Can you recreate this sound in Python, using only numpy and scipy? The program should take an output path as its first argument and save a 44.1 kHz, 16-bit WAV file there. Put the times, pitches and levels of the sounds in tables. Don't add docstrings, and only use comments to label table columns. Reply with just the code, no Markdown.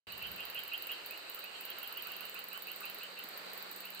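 import sys
import numpy as np
from scipy import signal
from scipy.fft import rfft, irfft
from scipy.io import wavfile
from scipy.ndimage import uniform_filter1d

SR = 44100
rng = np.random.default_rng(int(sys.argv[2]) if len(sys.argv) > 2 else 0)


def transcribe(signal):
    frames = np.atleast_2d(signal).T
    limited = np.clip(frames, -1, 1)
    pcm = np.round(limited * 32767).astype(np.int16)
    wavfile.write(sys.argv[1], SR, pcm)


N = 176400
T = np.arange(N) / SR
FREQ_HZ = np.fft.rfftfreq(N, 1 / SR)


def amp(db):
    return 10 ** (np.asarray(db) / 20)


def pan(db):
    return amp(np.array([[db], [-db]]) / 2)


def unit(x):
    return x / np.sqrt(np.mean(x ** 2))


def curve(points):
    return np.interp(T, *np.array(points).T)


def colour(x, points):
    hz, db = np.array(points).T
    gain = amp(np.interp(np.log(FREQ_HZ + 1), np.log(hz), db))
    return irfft(rfft(x) * gain, N)


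def noise(points, likeness=0):
    white = rng.standard_normal((2, N))
    if likeness:
        share = likeness / (1 + (FREQ_HZ / 450) ** 4)
        common = rfft(rng.standard_normal(N))
        white = irfft(rfft(white) * np.sqrt(1 - share) + common * np.sqrt(share), N)
    return unit(colour(white, points))


def walk(rate_hz):
    hold = int(SR / rate_hz)
    steps = np.repeat(rng.standard_normal(N // hold + 2), hold)
    return unit(uniform_filter1d(steps, hold)[:N])


def trees(x, t60_s, build_s):
    t = T[:SR]
    tail = rng.standard_normal((2, SR)) * amp(-60 * t / t60_s) * (1 - np.exp(-t / build_s))
    tail /= np.sqrt(np.sum(tail ** 2, axis=1, keepdims=True))
    return signal.fftconvolve(x[None], tail, axes=1)[:, :N]


def forest_wash():
    # frequency in Hz, relative density in dB.
    spectrum = [(25, -16), (60, -25.5), (130, -15.5), (260, -9), (400, 0), (560, 0.5), (950, -1), (1400, 1),
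                (2200, -0.5), (2900, -1.5), (3400, -7), (4500, -1), (5400, -16.5), (6400, -19.5),
                (8300, -20), (9500, -33.5), (10700, -21.5), (12200, -15.5), (15300, -13), (16500, -44)]
    return amp(-50 + 0.9 * walk(4.89)) * noise(spectrum, likeness=0.67) * pan(-2.5)


def hum():
    # time in seconds, level in dB.
    levels = [(0, -79.5), (.35, -70.5), (.6, -91), (1.6, -85), (2.2, -76.5), (3, -76.5), (4, -73.5)]
    pitch_hz = 189.8 + 0.85 * walk(4.63)
    return amp(curve(levels)) * unit(np.sin(2 * np.pi * np.cumsum(pitch_hz) / SR)) * pan(-18.5)


def rumble():
    # time in seconds, level in dB.
    levels = [(.07, -67), (.2, -65.5), (.3, -58.5), (.38, -66.5), (.5, -72), (1, -89.5), (4, -98)]
    bass = noise([(20, -22), (50, 0), (100, 3), (200, 0), (400, -19), (1500, -62)], likeness=0.81)
    return amp(curve(levels)) * bass


def knocks(decay_s=0.011):
    # start in seconds, level in dB, pitch in Hz.
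    taps = [(2.574, -49, 1080), (3.243, -57, 220), (3.352, -52, 600), (3.465, -45, 620)]
    out = np.zeros((2, N))
    for start, db, hz in taps:
        age = np.maximum(T - start, 0)
        spectrum = [(hz / 4, -25), (hz * 0.78, -4), (hz, 0), (hz * 1.6, -9), (hz * 2, -16), (hz * 6, -45)]
        env = np.clip(age / 0.001, 0, 1) * np.exp(-age / decay_s)
        out += amp(db) * env * noise(spectrum, likeness=0.8)
    return out


def throb(rate_hz, peak_s, depth):
    return 1 + depth * np.cos(2 * np.pi * rate_hz * (T - peak_s))


def throbbing_crickets():
    # chirp rate in Hz, time of one chirp in seconds, level in dB.
    singers = [(8.31, 0.11, -59.5), (6.3, 0.15, -60)]
    # frequency in Hz, relative level in dB.
    song = [(3000, -67), (3600, -6.5), (3900, 5.5), (4250, 3), (4480, 1.5), (4750, -2.5), (5050, -22.5),
            (6000, -39)]
    return pan(-2.8) * sum(amp(db + 0.78 * walk(6.1)) * throb(rate_hz, peak_s, depth=0.55) * noise(song)
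                           for rate_hz, peak_s, db in singers)


def buzzing_cricket(stroke_hz=56.6):
    # frequency in Hz, relative level in dB.
    song = [(5800, -29), (6800, -4.5), (7300, 0), (7650, -2.5), (8100, 5.5), (8450, 1), (8900, -15),
            (9600, -37)]
    # time in seconds, level in dB.
    levels = [(0, -68), (1, -65), (2.2, -65.5), (2.8, -63.5), (3.3, -65), (4, -63)]
    strokes = 1 + 0.37 * np.cos(2 * np.pi * np.cumsum(stroke_hz * (1 + 0.028 * walk(8.47))) / SR)
    phrases = amp(curve(levels) + 0.83 * walk(6.62)) * throb(rate_hz=4.13, peak_s=0.14, depth=0.23)
    return phrases * strokes * noise(song) * pan(-3.5)


def frog_chorus():
    # time in seconds, level in dB.
    levels = [(0, -55.5), (.9, -50), (1.1, -57.5), (1.45, -56), (1.7, -53.5), (2.25, -52), (2.45, -62.5),
              (3.7, -83), (3.9, -55), (4, -57)]
    voices = noise([(2100, -25.5), (2550, -6), (2800, -0.5), (3080, -2), (3400, -39), (5000, -84)])
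    return amp(curve(levels) + 1.16 * walk(15)) * voices * pan(-2)


def croaks(pitch_hz=1326, half_band_hz=150, length_s=0.062):
    # start in seconds, relative level in dB.
    calls = [(1.36, -57), (1.76, -57.5), (1.88, -56), (2.05, -55.5), (2.2, -59), (2.34, -55.5), (2.53, -55),
             (2.8, -54), (3.84, -68)]
    env = sum(amp(db + 2.5) * np.exp(-(2 * (T - start) / length_s - 1) ** 2) for start, db in calls)
    voice = noise([(pitch_hz / 2, -40), (pitch_hz - half_band_hz, 0),
                   (pitch_hz + half_band_hz, 0), (pitch_hz * 1.58, -30)])
    return env * voice * pan(-7.5)


def katydid(ring_hz=13760, width_s=0.00013, rise_s=0.0012, left_lag_s=0.00042, leaf_decay_s=0.0022):
    # start in seconds, relative peak in dB.
    strokes = [(0.122, -33), (0.1786, -32.5), (0.2244, -33.5), (0.2698, -34), (0.3162, -31.5), (0.36, -36),
               (0.404, -35), (0.4529, -32.5), (0.4993, -31.5), (0.5462, -32.5), (0.5905, -32.5),
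               (0.635, -32.5), (0.6783, -32.5), (0.734, -32), (0.7777, -30.5), (0.8225, -29.5),
               (0.8697, -30.5), (0.917, -29.5), (1.0605, -31.5), (1.1086, -32), (1.1757, -35.5),
               (1.298, -32), (1.3463, -32), (1.3905, -33.5), (1.4408, -34), (1.6087, -32), (1.6511, -30.5),
               (1.7017, -30.5), (1.7845, -32), (1.8297, -31.5), (1.8746, -31.5), (1.925, -32),
               (1.9722, -31), (2.0228, -30), (2.0707, -30.5), (2.1181, -31.5), (2.1645, -31.5),
               (2.2074, -31.5), (2.253, -33), (2.2957, -32.5), (2.3436, -34), (2.3905, -32), (2.44, -33),
               (2.4853, -32.5), (2.5301, -32), (2.575, -32.5), (2.6219, -32), (2.6703, -32), (2.7157, -31),
               (2.76, -32.5), (2.8055, -33), (2.8538, -31.5), (2.8983, -32), (2.945, -33), (2.9864, -36.5),
               (3.0322, -34), (3.1892, -33), (3.238, -33.5), (3.2874, -34.5), (3.3747, -33), (3.5324, -33),
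               (3.5765, -33), (3.625, -33), (3.713, -33), (3.7604, -34), (3.8047, -34), (3.853, -33),
               (3.903, -34), (3.9474, -34), (3.9944, -34)]
    # frequency in Hz, echo gain in dB.
    echo_colour = [(9000, -29), (10800, 1), (12000, 4), (13800, -9.5), (15400, 10.5), (16300, -47.5)]
    ticks, leaf_env = np.zeros((2, N)), np.zeros((2, N))
    for (start, db), (detune, stretch) in zip(strokes, rng.standard_normal((len(strokes), 2))):
        at = np.abs(T - start) < 0.02
        t = T[at] - start - rise_s - np.array([[left_lag_s], [0]])
        ring = np.cos(2 * np.pi * ring_hz * (1 + 0.0052 * detune) * t)
        env = np.exp(-0.5 * (t / (width_s * np.exp(0.058 * stretch))) ** 2)
        ticks[:, at] += amp(db + 4) * env * ring
        leaf_env[:, at] += amp(db - 9.5) * (t > 0) * np.exp(-np.abs(t) / leaf_decay_s)
    leaves = leaf_env * noise([(9000, -24), (10800, -6), (12200, 12), (15300, 9), (16800, -12)])
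    flicker = amp(-3 + 2.9 * walk(300))
    trunks = flicker * colour(trees(ticks[1], t60_s=0.14, build_s=0.00057), echo_colour)
    return ticks * pan(-6.5) + leaves * pan(3) + trunks * pan(0.2)


def frog_chirps(trill_hz=244.7, trill_depth=0.68, right_lag_s=0.00037):
    # start in seconds, relative level in dB, top pitch in Hz, length in seconds,
    # direct-path gain in dB, left-minus-right pan in dB, roughness factor.
    chirps = [(.088, -50, 2950, 0.049, -3, 0, .3), (0.211, -40, 3133, .047, -0.5, -4, 0.85),
              (0.375, -38, 3136, .048, -7, 4, 1.2), (.547, -39, 3164, .047, 2, -4, 1),
              (0.713, -38.5, 3150, 0.044, 4, -3, .8), (.884, -38, 3160, .048, 0, -3, 1),
              (1.095, -47.5, 2906, 0.059, -2, -2, 0.35), (1.257, -53, 2950, 0.054, -2, -5, 0.4),
              (1.423, -51, 2920, .064, 0.5, -1, 0.48), (1.524, -43, 3200, 0.04, -10, -12, 1),
              (1.586, -54, 2926, 0.059, -1, 2, .3), (1.668, -46, 3270, 0.05, -9, -15, 1),
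              (1.81, -45.5, 3213, 0.042, -4, -12, 1), (1.891, -54, 2980, 0.06, -7, -9, 0.5),
              (1.956, -44.5, 3190, 0.047, -3.5, -7, 1.14), (2.053, -51.5, 2950, 0.054, -3, -13, 0.36),
              (2.104, -46.5, 3210, .046, -7, -9, 0.93), (2.187, -48.5, 3053, .06, -2.5, -4, .5),
              (2.345, -44.5, 3097, 0.049, -4, -7, 0.95), (2.506, -43, 3040, .054, -3.5, -5, 1.02),
              (2.66, -43.5, 3090, .058, -3.5, -8, 1.07), (2.824, -45.5, 3063, 0.055, -2, -4, 1.1),
              (3.001, -44.5, 3066, 0.044, -1.5, 0.5, 0.97), (3.163, -45, 3060, 0.043, -2, -1, 1),
              (3.828, -51, 3020, .058, 1.5, -3, 0.57), (3.947, -56, 3050, .05, -3, 0, 1.05)]
    # frequency in Hz, echo gain in dB.
    echo_colour = [(1400, -1), (2400, 2), (2800, 2.5), (3000, -1), (3200, -6), (3600, -6)]
    rise, whistle_jump = 0.1093, 0.05044
    break_at = 0.655
    direct, to_trees = np.zeros((2, N)), np.zeros(N)
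    waver, flutter, uneven, scatter = walk(800), walk(120), walk(250), walk(400)
    break_shifts = 0.005 * rng.standard_normal(len(chirps))
    for (start, db, top_hz, length_s, direct_db, pan_db, rough), shift in zip(chirps, break_shifts):
        at = (T >= start) & (T < start + length_s)
        progress = (T[at] - start) / length_s
        past_break = progress - break_at - shift
        trilling = np.clip(0.5 - past_break * 20, 0, 1)
        below_top = rise * (1 - progress) ** 1.298 + whistle_jump * trilling
        jitter = 1 + rough * waver[at] * (0.01 + 0.026 * trilling)
        phase = 2 * np.pi * np.cumsum(top_hz * (1 - below_top) * jitter) / SR
        tone = np.sin(phase) + amp(-15.5) * np.sin(phase / 2)
        pulse = np.cos(2 * np.pi * np.cumsum(trill_hz * (1 + 0.071 * flutter[at])) / SR)
        trill = 1 + rough * trill_depth * np.maximum(trilling, 0.3) * pulse
        env = np.clip(progress / 0.23, 0, 1) * np.clip((1 - progress) / 0.058, 0, 1)
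        gap = 1 - np.exp(-(past_break / 0.018) ** 2)
        level_db = db - 0.5 - 2 * trilling + 0.79 * uneven[at]
        call = amp(level_db) * env * gap * trill * tone
        direct[:, at] += call * amp(direct_db) * pan(pan_db)
        to_trees[at] += call * (1 + 0.5 * scatter[at])
    direct[1] = np.interp(T - right_lag_s, T, direct[1])
    echo = trees(to_trees, t60_s=0.25, build_s=0.00067)
    echo += amp(-10) * trees(to_trees, t60_s=1.0, build_s=0.013)
    return direct + amp(-1) * colour(echo, echo_colour) * pan(-4.5)


def scene():
    frogs = frog_chirps() + frog_chorus() + croaks()
    insects = katydid() + throbbing_crickets() + buzzing_cricket()
    return frogs + insects + knocks() + forest_wash() + hum() + rumble()


def record(dry):
    start_s, top_hz = 0.069, 16900
    gate = np.clip((T - start_s) / 0.001, 0.003, 1)
    lowpass = signal.ellip(10, 0.1, 70, top_hz, fs=SR, output="sos")
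    return signal.sosfilt(lowpass, dry * gate)


dry = scene()
out = record(dry)
transcribe(out)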